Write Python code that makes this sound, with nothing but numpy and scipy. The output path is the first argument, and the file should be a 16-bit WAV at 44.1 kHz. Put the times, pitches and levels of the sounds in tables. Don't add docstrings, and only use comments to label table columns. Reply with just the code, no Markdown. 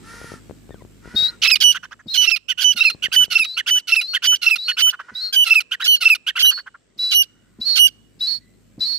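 import sys
import numpy as np
from scipy import signal
from scipy.io import wavfile
from scipy.ndimage import uniform_filter1d

SR = 44100
rng = np.random.default_rng(int(sys.argv[2]) if len(sys.argv) > 2 else 0)


def voltage_ratio(level):
    return 10 ** (np.asarray(level, float) / 20)


def output_pcm(signal):
    pcm = np.clip(np.atleast_2d(signal).T, -1, 1) * 32767
    wavfile.write(sys.argv[1], SR, np.round(pcm).astype(np.int16))


N = 396018

# time_s, rumble_db, air_db
GROUND_LEVELS = [(0, -47.5, -60.5), (.9, -48, -67.5), (1.35, -51.5, -64.5), (2.37, -66, -78.5),
                 (3.05, -58, -66), (3.85, -74, -72.5), (6.9, -70, -74), (7.6, -57, -73.5),
                 (8.98, -55, -72.5)]
# freq_hz, level_db
RUMBLE_SPECTRUM = [(35, -40.5), (70, -21), (110, -11), (220, 1), (400, -13.5), (600, -36)]
# freq_hz, level_db
AIR_SPECTRUM = [(400, 5.5), (850, -7), (1600, -5), (6800, -13.5), (7300, -7), (8500, -7.5), (9000, -40),
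                (15500, -54)]
# freq_hz, level_db
ENGINE_ORDERS = [(52, -1.5), (104, -1), (155, -12), (207, -11.5)]
# level_db, t60_s
ECHO_TAILS = [
    (-28, .1),
    (-38, .6),
]

# start_s, length_s, pitch_hz, level_db, dulling_db_per_octave away from 1.6 kHz
CROW_CAWS = [
    (0.027, 0.37, 468.6, -44, -0.5),
    (1.02, 0.35, 494.6, -45, 2.5),
    (4.978, .35, 492, -53, 3.5),
    (7.242, 0.47, 487, -69, 13),
]
# freq_hz, level_db
CROW_SPECTRUM = [(900, -15), (1400, 0.5), (1850, -3.5), (2300, -14), (3700, -17.5), (5500, -14),
                 (8000, -24), (10500, -18)]
CAW_ROUGH, ROUGH_PER_DB, CAW_ARCH, CAW_EDGE_DB = .5, .05, .07, -17
# time_s, pitch_hz, level_db
FAR_CALLS = [
    [(.7, 1900, -53), (.73, 1800, -53), (.78, 1250, -63), (.83, 850, -53)],
    [(8.4, 1960, -66.5), (8.58, 2050, -72)],
]

# start_s, peak_db
KNOCK_EVENTS = [(0.141, -40), (0.215, -34), (0.244, -33), (0.319, -30.5), (0.339, -32), (0.497, -33),
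                (0.51, -31), (0.693, -36), (0.707, -33), (0.744, -33.5), (0.822, -37.5), (0.85, -38),
                (1.057, -36), (1.076, -34.5), (1.204, -36), (1.224, -37), (2.948, -36), (3.047, -39.5),
                (3.084, -41.5), (3.204, -39), (3.244, -42), (3.281, -43.5)]
# freq_hz, width_hz, level_db
SHELL_MODES = [(114.4, 120, 1), (325.8, 260, 10), (673, 1800, -3.5), (2380, 2900, -22.5)]

# start_s, length_s, pitch_hz, rise_hz, level_db
LOW_WHISTLES = [(1.16, 0.13, 3790, 53, -13.5), (2.08, 0.058, 3820, 150, -28), (2.78, 0.07, 3750, 260, -21),
                (3.42, 0.14, 3790, 270, -27.5), (4.005, 0.086, 3950, 190, -26.5),
                (4.58, 0.094, 3880, 190, -27.5), (5.15, 0.079, 3900, 123, -24),
                (5.82, 0.048, 3900, 25, -21.5), (6.45, .055, 3900, 250, -19),
                (6.988, 0.19, 3940, 54, -20.5), (7.612, 0.051, 3980, 106, -19),
                (8.205, 0.086, 3860, 258, -19.5), (8.805, 0.076, 3990, 40, -19)]
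# start_s, length_s, pitch_hz, level_db
HIGH_WHISTLES = [(1.279, 0.029, 4160, -13.5), (2.092, 0.13, 4200, -25), (2.83, 0.12, 4240, -24.5),
                 (3.531, 0.056, 4370, -27.5), (4.067, 0.12, 4350, -28.5), (4.631, 0.13, 4340, -26),
                 (5.2, 0.12, 4270, -24), (5.86, 0.14, 4330, -25), (6.5, 0.122, 4430, -27),
                 (7.145, 0.05, 4400, -27), (7.647, 0.17, 4360, -16.5), (8.26, .13, 4380, -20.5),
                 (8.841, .16, 4386, -22)]
# low_pan_db, low_lead_rad, high_pan_db, high_lead_rad (pan is left minus right)
WHISTLE_SIDES = [(6.5, -0.35, -4, -.9), (8, -0.28, -11.5, .3), (0.5, -0.435, 1.5, -0.15),
                 (3, -0.19, 0.5, -0.85), (1, 0.32, 5, -1.8), (2, 0, -1, -1.2), (-5, 0, 6, -1.08),
                 (-1, 0.11, -0.5, -1.6), (-2.5, 0.34, -6, 1), (0, 0.38, -9, 0.7), (1.5, .4, -10.5, -1.7),
                 (1.5, .4, -19, 0.28), (4, 0.25, -33, 0.94)]
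# freq_hz, level_db re whistle
BREATH_SPECTRUM = [(500, -50.5), (1500, -42.5), (3300, -41.5), (4300, -22), (5200, -28.5), (6200, -42),
                   (8500, -48.5), (15000, -46.5)]
# start_s, peak_db
THROAT_THUMPS = [(1.142, -23), (2.062, -31.5), (2.751, -37), (3.397, -40.5), (3.986, -48), (4.559, -51),
                 (5.12, -39), (6.428, -40.5), (6.962, -44), (7.591, -30.5), (8.176, -43), (8.782, -29.5)]
# attack_s, release_s, scoop_hz, fade_db
LOW_SHAPE, HIGH_SHAPE = (0.0056, 0.0448, 170, 3), (.022, 0.0636, 59, 1)
HIGH_RISE_HZ, WHISTLE_SCOOP_S, WAVER = -38, .006, .005

# start_s, first_hz, sag_hz, level_db
PIPE_NOTES = [(1.638, 2970, 16, -10.5), (2.174, 2995, 25, -14), (2.642, 3008, 23, -12.5),
              (3.161, 3013, 12, -11), (3.707, 3010, 16, -15), (4.271, 3011, 15, -13.5),
              (4.82, 3023, 19, -13), (5.361, 3006, 32, -12), (5.877, 3025, 66, -12),
              (6.426, 2996, 51, -11.5), (7.145, 2958, 37, -13), (7.791, 2949, 22, -9.5)]
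# p2_db, p3_db, p4_db, p5_db
PIPE_UPPER = [(-9.0, -18.0, -24.0, -27.0), (-9.0, -23.0, -26.0, -30.0), (-9.0, -26.0, -32.0, -32.0),
              (-17.0, -25.0, -24.0, -31.0), (-13.0, -22.0, -23.0, -25.0), (-12.0, -17.0, -18.0, -26.0),
              (-15.0, -16.0, -16.0, -21.0), (-21.0, -19.0, -15.0, -23.0), (-17.0, -17.0, -16.0, -23.0),
              (-15.0, -16.0, -14.0, -25.0), (-12.0, -16.0, -13.0, -28.0), (-16.0, -16.0, -16.0, -28.0)]
# p1_db, p2_db, p3_db, p4_db, p5_db
PIPE_PANS = [(-8.0, -17.0, 3.0, -2.0, -8.0), (-9.0, -18.0, 5.0, 1.0, -5.0), (-9.0, -19.0, 7.0, 10.0, -7.0),
             (-7.0, -4.0, 5.0, -4.0, -14.0), (-4.0, -4.0, -8.0, -1.0, -1.0), (-6.0, -3.0, -5.0, -3.0, -1.0),
             (-7.0, 1.0, -4.0, -5.0, -4.0), (-6.0, 6.0, -5.0, -4.0, -2.0), (-5.0, 0.0, 3.0, -3.0, -5.0),
             (-6.0, -1.0, 3.0, -2.0, -3.0), (-6.0, -1.0, 6.0, 1.0, 7.0), (-10.0, -2.0, 11.0, 1.0, 7.0)]
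PIPE_LEADS = [(1.3, -0.4, 1.0, -1.2, -1.7), (1.0, -0.7, 2.0, -0.4, 2.4), (0.8, -1.7, 3.1, -1.1, 3.1),
              (0.9, -2.6, 0.1, 1.3, -2.8), (1.1, 2.6, 1.0, -2.5, -0.2), (1.2, 3.0, 2.8, -3.1, -0.9),
              (1.8, -3.1, 2.6, -2.8, -0.8), (2.0, -0.6, 2.2, -2.9, -0.2), (2.6, -0.2, -2.8, -1.5, 1.7),
              (2.6, 0.0, -2.6, -1.1, 1.2), (2.7, 1.2, -2.8, -0.4, 2.3), (2.6, 0.8, 3.1, -1.1, 1.3)]
PIPE_MIDLINES = [-30, -45, -50, -45, -45, -42, -38, -45, -45, -45, -45, -50]
PIPE_RASP = [-13, 0, -3, -10, -25.5, -14, -23.5, -15.5, -15.5, -25.5]
PIPE_S, PIPE_LEAD_DB, PIPE_TAIL_DB = .086, -8.5, -19
PIPE_FADE_DB, FADE_DB_PER_S = -5.5, 0.86

# first_s, second_s, pitch_hz, first_db, second_db
CRY_NOTES = [(1.476, 1.513, 2614, -14, -15), (2.275, 2.314, 2697, -11, -17), (2.806, 2.849, 2693, -10, -13),
             (3.354, 3.395, 2682, -9, -16.5), (3.921, 3.963, 2683, -9.5, -16.5),
             (4.465, 4.508, 2677, -9, -15), (5.506, 5.555, 2660, -7.5, -12.5),
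             (6.054, 6.1, 2670, -7, -11.5)]
# open_db, open_s, break_db, snap_db, second_length_s
CRY_RASPS = [(-15.5, .059, -20, -17, .04), (-22, .07, -24, -22, .045), (-17, .048, -24, -19, .047),
             (-16.5, .053, -23, -22, .047), (-18, .05, -24, -22, .047), (-16, .05, -24, -20, .047),
             (-15.5, .054, -23, -21, .047), (-14.5, .05, -23, -21, .047)]
# p2_db, p3_db, p4_db, p5_db
CRY_FIRST_UPPER = [(-2.0, -26.0, -22.0, -17.0), (-8.0, -37.0, -30.0, -31.0), (-17.0, -38.0, -35.0, -41.0),
                   (-13.0, -37.0, -36.0, -36.0), (-13.0, -42.0, -29.0, -32.0), (-13.0, -40.0, -34.0, -30.0),
                   (-16.0, -41.0, -29.0, -27.0), (-16.0, -37.0, -36.0, -32.0)]
# p2_db, p3_db, p4_db, p5_db
CRY_SECOND_UPPER = [(1.0, -19.0, -12.0, -16.0), (-7.0, -32.0, -20.0, -27.0), (-14.0, -28.0, -23.0, -37.0),
                    (-15.0, -28.0, -18.0, -26.0), (-15.0, -28.0, -19.0, -25.0),
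                    (-17.0, -27.0, -22.0, -26.0), (-20.0, -26.0, -21.0, -25.0),
                    (-19.0, -26.0, -22.0, -21.0)]
# p1_db, p2_db, p3_db, p4_db, p5_db
CRY_PANS = [(-7.0, -22.0, 4.0, -9.0, -16.0), (-11.0, -18.0, -6.0, -0.0, -6.0),
            (-9.0, -3.0, -7.0, -2.0, -11.0), (-6.0, -14.0, -3.0, 7.0, -4.0), (-5.0, -10.0, -1.0, 4.0, -4.0),
            (-6.0, -6.0, -3.0, 7.0, -4.0), (-5.0, -6.0, -7.0, 5.0, -5.0), (-4.0, -7.0, -4.0, 6.0, -4.0)]
CRY_LEADS = [(-0.3, 0.8, -2.6, -2.8, -1.7), (-1.0, -0.2, 1.1, 3.0, 2.3), (-1.0, -1.2, -1.9, -3.0, 2.6),
             (-0.7, -1.1, 0.8, -0.8, -2.1), (-0.6, -0.8, -0.1, -1.1, -2.2), (-0.9, -0.9, -0.9, -3.0, 1.2),
             (-0.9, -1.4, -1.6, 2.8, 1.6), (-0.8, -2.0, -1.2, 2.9, 1.7)]
CRY_RASP = [-16, -2, -6, -12.5, -28, -28, -20.5, -32.5, -25.5, -24.5]
BREAK_S, FIRST_SAG_HZ, FALL_HZ, FALL_DB = .0145, 15, 230, -3

# start_s, peak_db of the lowest partial, effort_db of the second partial above it
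CLUCK_EVENTS = [(1.7449, -23, -3.5), (1.831, -27.5, -12), (1.9125, -30.5, -15.5), (1.9944, -39, -28.5),
                (2.4863, -31.5, 14.5), (2.5787, -28.5, 8.5), (3.026, -30, 14.5), (3.1201, -26.5, 7),
                (3.2046, -30.5, -0.5), (3.571, -24, 6.5), (3.6652, -25, 3.5), (3.7524, -32, 0.5),
                (4.136, -24, 7), (4.225, -22.5, 1), (4.3181, -29, -6.5), (4.6808, -23, 6),
                (4.7707, -23, 2.5), (4.8651, -28, -7.5), (4.9282, -26.5, -16), (4.994, -26, -19.5),
                (5.0868, -30, -28), (5.7144, -25, 5), (5.802, -22, -4), (6.2684, -25, 7.5),
                (6.3582, -22, 0.5), (6.4441, -30, -12.5), (6.5096, -29.5, -10.5), (6.5763, -26, -15.5),
                (6.6635, -31, -21.5), (6.746, -34.5, -40)]
# slide_db, ring_db
CLUCK_COLOURS = [(0, 4), (-8, 9), (-8, 12), (-8, 20), (-8, 3), (-8, 2), (1, 0), (0, 0), (-3, 0), (1, 0),
                 (1, 0), (-3, 0), (1, -1), (1, -1), (-3, -1), (1, -1), (1, -1), (-3, -1), (-5, 1), (-5, 3),
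                 (-5, 5), (1, -2), (1, -2), (1, -3), (1, -3), (-3, -3), (-5, 0), (-5, 0), (-5, 3), (-5, 9)]
CLUCK_S, CLUCK_S_PER_DB = .047, .0005
UPPER_DB, UPPER_PER_DB = -19, 0.8741

# hook_hz, hook_s, dive_hz, accent_db, breath_db
PIPE_EDGE = (25, .005, 170, .5, -37)
FIRST_EDGE = (150, .002, 300, .5, -31)
SECOND_EDGE = (120, .002, 110, 3, -30)
CRY_FACING_DB, FACING_DB, BRIGHT = -11.5, -37, 0.36
SWING, SWING_PER_DB = .05, .013


def evened(x):
    return x / np.sqrt(np.mean(abs(x) ** 2) + 1e-20)


def wandering(count, span):
    noise = rng.standard_normal(count)
    return evened(uniform_filter1d(uniform_filter1d(noise, span), span))


def filtered(x, order, hz, kind):
    return signal.sosfilt(signal.butter(order, hz, kind, fs=SR, output="sos"), x)


def read(points, hz):
    f, value = np.transpose(points)
    return np.interp(np.log(hz + 1), np.log(f + 1), value)


def unroll(rows):
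    s, *columns = np.transpose(rows)
    t = np.arange(s[0], s[-1], 1 / SR)
    return [np.interp(t, s, c) for c in columns]


def add(mix, start_s, sound):
    part = mix[:, round(start_s * SR):][:, :sound.shape[1]]
    part += sound[:, :part.shape[1]]


def hump(length_s, rise, power):
    u = np.linspace(0, 1, round(length_s * SR))
    bend = np.log(.5) / np.log(np.clip(rise, .05, .95))
    return abs(np.sin(np.pi * u ** bend)) ** power


def partial(hz, rough=0., width_hz=300.0, pan_db=0., lead_rad=0., apart=0., loose=False):
    apart, rough = np.clip(apart, 0, 1), np.clip(rough, 0, 1)
    noise = np.exp(2j * np.pi * rng.random((2, len(hz) + 300), np.float32))
    r = np.exp(-np.pi * width_hz / SR)
    shiver = evened(signal.lfilter([1], [1, -2 * r, r * r], noise)[:, 300:])
    shiver[0] = np.sqrt(1 - apart) * shiver[1] + np.sqrt(apart) * shiver[0]
    carrier = np.exp(2j * np.pi * (np.cumsum(hz) / SR + loose * rng.random()))
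    line = carrier * (np.sqrt(1 - rough) + np.sqrt(rough) * shiver)
    sides = np.array([voltage_ratio(pan_db) * np.exp(1j * lead_rad), 1])
    return 2 * (line * sides[:, None]).real / np.linalg.norm(sides)


def breath(count, low_hz):
    noise = rng.standard_normal((3, count))
    return evened(filtered(noise[:2] + noise[2], 2, low_hz, "high"))


def hiss(spectrum, patchy_db, same):
    frames, hz = N // 512 + 5, np.fft.rfftfreq(1024, 1 / SR)
    a, b, c, d, patches = rng.standard_normal((frames, 513, 5), np.float32).T
    patches = evened(uniform_filter1d(uniform_filter1d(patches, 4, 0), 8, 1))
    same = np.clip(same, -1, 1)
    left, other = a + 1j * b, c + 1j * d
    z = np.array([left, same * left + np.sqrt(1 - same ** 2) * other])
    z *= voltage_ratio(read(spectrum, hz)[:, None] + patchy_db * patches)
    return signal.istft(z, nperseg=1024, noverlap=512)[1][:, :N]


def background():
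    rumble_db, air_db = (np.pad(c, (0, N), "edge")[:N] for c in unroll(GROUND_LEVELS))
    turn = 2 * np.pi * np.arange(N) / SR - np.array([[0], [.012]])
    drift = 3.5 * np.sin(0.13 * turn)
    hum = sum(voltage_ratio(db) * np.sin(hz * turn + drift * hz / 52) for hz, db in ENGINE_ORDERS)
    low = voltage_ratio(-2.5) * hum + voltage_ratio(-3.0) * evened(hiss(RUMBLE_SPECTRUM, 1.2, 0.27))
    air = evened(hiss(AIR_SPECTRUM, 1.9, .2))
    return voltage_ratio(rumble_db + 1.0) * low + voltage_ratio(air_db + 11.5) * air


def field(x):
    t = np.arange(SR // 2) / SR
    taps = rng.choice([-1., 1.], (2, len(t))) * (rng.random((2, len(t))) < .05)
    tail = 0
    for db, t60_s in ECHO_TAILS:
        one = taps * voltage_ratio(-60 * t / t60_s) * (t > .003)
        tail = tail + voltage_ratio(db) * one / np.linalg.norm(one[0])
    tail = filtered(tail, 2, 7000, "low")
    return signal.oaconvolve(x, tail, axes=1)[:, :N]


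def crow():
    mix = np.zeros((2, N))
    for start_s, length_s, top_hz, db, dull_db in CROW_CAWS:
        off = np.linspace(-1, 1, round(length_s * SR)) ** 2
        hz = top_hz * (1 - CAW_ARCH * off)
        rough = min(CAW_ROUGH + ROUGH_PER_DB * dull_db, .95)
        caw = voltage_ratio(-21 - 2.5 * dull_db) * breath(len(hz), 9500.)
        for k in range(1, 24 - round(dull_db)):
            mean_hz = k * hz.mean()
            level_db = read(CROW_SPECTRUM, mean_hz) - dull_db * abs(np.log2(mean_hz / 1600))
            caw = caw + voltage_ratio(level_db) * partial(k * hz, rough ** (3 / k), 20. + 75.2 * k, apart=0.42)
        add(mix, start_s, voltage_ratio(db + CAW_EDGE_DB * off ** 3) * caw)
    return mix


def far_birds():
    mix = np.zeros((2, N))
    for rows in FAR_CALLS:
        hz, db = unroll(rows)
        call = partial(hz, 0.94, 98.0) + voltage_ratio(-6) * partial(2 * hz, 0.53, 69.0)
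        add(mix, rows[0][0], voltage_ratio(db) * call * signal.windows.tukey(len(hz), .2))
    return mix


def knocks():
    t, mix = np.arange(1500) / SR, np.zeros((2, N))
    for start_s, db in KNOCK_EVENTS:
        ring = 0
        for hz, width_hz, mode_db in SHELL_MODES:
            detune = rng.uniform(0.83, 1.66, (2, 1))
            decay = np.exp(-np.pi * width_hz * t)
            ring = ring + voltage_ratio(mode_db) * decay * np.sin(2 * np.pi * hz * detune * t)
        add(mix, start_s, voltage_ratio(db + np.array([[4.], [-5.]])) * ring)
    return mix


def whistled_line(length_s, hz, rise_hz, attack_s, release_s, scoop_hz, fade_db):
    t = np.arange(0, length_s, 1 / SR)
    waver = wandering(9000, 500)[:len(t)]
    pitch_hz = hz * (1 + WAVER * waver) + rise_hz * t / length_s
    pitch_hz = pitch_hz - scoop_hz * np.exp(-t / WHISTLE_SCOOP_S)
    gate = np.clip(np.minimum(t / attack_s, (length_s - t) / release_s), 0, 1)
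    return pitch_hz, voltage_ratio(fade_db * (t / length_s - .5)) * gate


def whistler():
    mix = np.zeros((2, N))

    def sing(start_s, db, hz, shape, side, rough):
        tone = partial(hz, rough, 30., *side) + voltage_ratio(-36) * partial(2 * hz, .2, 100.)
        add(mix, start_s, voltage_ratio(db) * tone * shape)

    for low, high, sides in zip(LOW_WHISTLES, HIGH_WHISTLES, WHISTLE_SIDES):
        low_s, low_length_s, low_hz, rise_hz, low_db = low
        high_s, high_length_s, high_hz, high_db = high
        low_side, high_side = sides[:2], sides[2:]
        sing(low_s, low_db, *whistled_line(low_length_s, low_hz, rise_hz, *LOW_SHAPE), low_side, .06)
        hz, shape = whistled_line(high_length_s, high_hz, HIGH_RISE_HZ, *HIGH_SHAPE)
        sing(high_s, high_db, hz, shape, high_side, .05)
        flicker = partial(hz - 320, .9, 45., *low_side) * signal.windows.tukey(len(hz), .3)
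        add(mix, high_s, voltage_ratio(high_db - 24 + 1.4 * high_s) * shape * flicker)
    effort = np.sqrt(abs(uniform_filter1d((mix ** 2).mean(0), 1300)))
    mix += voltage_ratio(-1.5) * effort * hiss(BREATH_SPECTRUM, 0.6, 0.35) / 2
    for start_s, db in THROAT_THUMPS:
        shape = hump(.03, 0.26, 1.0)
        thump = partial(np.linspace(250, 170, len(shape)), 0.53)
        add(mix, start_s - .004, voltage_ratio(db - 7.5) * shape * thump)
    return mix


def rasp(hz, levels_db, pan_db, lead_rad, rough, beat_hz):
    wander = wandering(len(hz) + 400, 200)[200:-200]
    hz = hz * (1 + (.015 + .07 * rough) * wander)
    flap = 0.58 * np.cos(2 * np.pi * np.cumsum(beat_hz * (1 + .1 * wander)) / SR)
    total = 0
    for k, db in enumerate(levels_db, 1):
        turned = min(k / 2, 1.1)
        width_hz = 60. + 300 * rough + 110. * k
        line = partial(k * hz, rough ** (1.5 / k), width_hz, pan_db * turned, lead_rad * turned, 0.25 * k, True)
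        total = total + voltage_ratio(db) * (1 + flap * min(k / 3, 1)) * line
    return total


def clear_note(row, head, bend, edge):
    _, length_s, first_hz, last_hz, db, change_db = row
    upper_db, pans_db, leads_rad, midline_db, lift_db = head
    hook_hz, hook_s, dive_hz, accent_db, breath_db = edge
    u = np.linspace(0, 1, round(length_s * SR))
    hz = first_hz + (last_hz - first_hz) * 1.3 * u ** bend
    hz = hz - dive_hz * u ** 18 + hook_hz * np.exp(-u * length_s / hook_s)
    clear = voltage_ratio(midline_db) * partial(1.5 * hz, .1, 90., pans_db[0], leads_rad[0])
    for k, (level_db, pan_db, lead_rad) in enumerate(zip([0, *upper_db], pans_db, leads_rad), 1):
        clear = clear + voltage_ratio(level_db) * partial(k * hz, 0.00076 * k * k, 490.0, pan_db, lead_rad)
    accent = voltage_ratio(accent_db * np.exp(-((u - .16) / .13) ** 2))
    clear = accent * clear + voltage_ratio(breath_db + 1.5 * lift_db) * breath(len(u), 5200.)
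    contour_db = db + change_db * (u - .5) + 1 - 1.3 * (2 * u - 1) ** 4
    return -clear * voltage_ratio(contour_db) * signal.windows.tukey(len(u), 0.012 / length_s)


def note(mix, row, head, rasp_db, levels_db, lead_s, tail_s, gap_s, bend, edge, catch):
    start_s, length_s, first_hz = row[:3]
    _, pans_db, leads_rad, _, lift_db = head
    side = pans_db[0], leads_rad[0]
    add(mix, start_s - .002, clear_note(row, head, bend, edge))
    lifts = [-.8] + [1] * 3 + [-.2] * (len(levels_db) - 4)
    levels_db = [level_db + lift * lift_db for level_db, lift in zip(levels_db, lifts)]

    catch = catch * np.clip(1 - lift_db / 8, 0, 1)
    before = hump(lead_s + .003, .57, .4)
    t = np.arange(len(before)) / SR
    before = before * (1 - .7 * catch * np.exp(-((t - lead_s + 0.012) / .007) ** 2))
    before = before * (1 - catch * np.exp(-t / .012))
    swing = SWING + SWING_PER_DB * max(lift_db, 0)
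    arch = 1.03 + swing * np.cos(2 * np.pi * np.linspace(0, 1, len(before)) ** 1.9)
    rough = np.clip(.3 + .06 * lift_db, .15, .8)
    opening = rasp(first_hz / 2 * arch, levels_db, *side, rough, first_hz / 4)
    add(mix, start_s - lead_s, voltage_ratio(rasp_db[0]) * before * opening)

    after = hump(tail_s, .17, 1.1)
    droop = np.linspace(1.12, .9, len(after))
    closing = rasp(first_hz / 2 * droop, levels_db, *side, .3, first_hz / 4)
    add(mix, start_s + length_s + gap_s, voltage_ratio(rasp_db[1]) * after * closing)


def cluck(db, effort_db, pan_db, slide_db, ring_db):
    length_s = CLUCK_S + CLUCK_S_PER_DB * effort_db
    shape = hump(length_s, 0.42, 1.48)
    u = np.linspace(0, 1, len(shape))
    upper_db = UPPER_DB + UPPER_PER_DB * effort_db
    offsets_db = 2.5, 0.5 + ring_db, -10, -8.5, -9, -14.5, -11, -11
    levels_db = [-5, effort_db - 0.5] + [upper_db + d for d in offsets_db]
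    rough = np.clip(.45 - .025 * effort_db, .2, .95)
    body = shape * rasp(1530 - 800 * (u - .5) ** 2, levels_db, pan_db, -.8, rough, 430.)
    down_hz = 2950 - 1300 * u
    slide = partial(down_hz, .25, 150., pan_db * 0.85, -1.5)
    slide = slide + voltage_ratio(-16.5) * partial(2 * down_hz, .3, 200., pan_db, -1.17)
    slide = voltage_ratio(slide_db - 4 + 0.693 * effort_db) * hump(length_s, 0.8, 1.4) * slide
    return voltage_ratio(db) * (body + slide)


def clucks(mix):
    cry_s = [row[0] for row in CRY_NOTES]
    cry_pan_db = [row[0] for row in CRY_PANS]
    for (start_s, db, effort_db), colour in zip(CLUCK_EVENTS, CLUCK_COLOURS):
        pan_db = np.interp(start_s, cry_s, cry_pan_db)
        add(mix, start_s - .005, cluck(db, effort_db, pan_db, *colour))


def cries(mix):
    tables = CRY_NOTES, CRY_RASPS, CRY_FIRST_UPPER, CRY_SECOND_UPPER, CRY_PANS, CRY_LEADS
    for cry, rasps, first_upper_db, second_upper_db, pans_db, leads_rad in zip(*tables):
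        first_s, second_s, hz, first_db, second_db = cry
        open_db, open_s, break_db, snap_db, fall_s = rasps
        lift_db = 1.3 * BRIGHT * (first_upper_db[0] - CRY_FACING_DB)
        side = pans_db, leads_rad, -42., lift_db
        first = first_s, second_s - first_s - BREAK_S, hz, hz - FIRST_SAG_HZ, first_db - 1, 0.
        note(mix, first, (first_upper_db, *side), (open_db, break_db), CRY_RASP,
             open_s, .014, -.003, 1.2, FIRST_EDGE, .8)
        second = second_s, fall_s, hz, hz - FALL_HZ, second_db, FALL_DB
        note(mix, second, (second_upper_db, *side), (break_db + 3, snap_db), CRY_RASP,
             .012, .022, .0015, 1.6, SECOND_EDGE, 0.)


def piping(mix):
    tables = PIPE_NOTES, PIPE_UPPER, PIPE_PANS, PIPE_LEADS, PIPE_MIDLINES
    for (start_s, hz, sag_hz, db), upper_db, pans_db, leads_rad, midline_db in zip(*tables):
        row = start_s, PIPE_S, hz, hz - sag_hz, db, PIPE_FADE_DB + FADE_DB_PER_S * start_s
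        lift_db = BRIGHT * (upper_db[0] + upper_db[1] - FACING_DB)
        head = upper_db, pans_db, leads_rad, midline_db, lift_db
        note(mix, row, head, (db + PIPE_LEAD_DB, db + PIPE_TAIL_DB), PIPE_RASP,
             .036, 0.024, -0.0045, 1.0, PIPE_EDGE, 0.)


def pair():
    mix = np.zeros((2, N))
    clucks(mix)
    cries(mix)
    piping(mix)
    return filtered(mix, 2, 480, "high")


def scene():
    near = whistler() + pair()
    return background() + crow() + far_birds() + knocks() + near + field(near)


def top_cut(x):
    return signal.sosfilt(signal.butter(12, 16480, fs=SR, output="sos"), x)


def record(dry):
    shaved = dry - dry / (1 + abs(dry / .84) ** 8) ** (1 / 8)
    limited = dry - filtered(shaved, 2, 700, "high")
    limited = filtered(limited, 3, 42, "high")
    mix = signal.sosfilt(signal.cheby2(12, 50, 16100, fs=SR, output="sos"), limited)
    return top_cut(mix)


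dry = scene()
out = record(dry)
output_pcm(out)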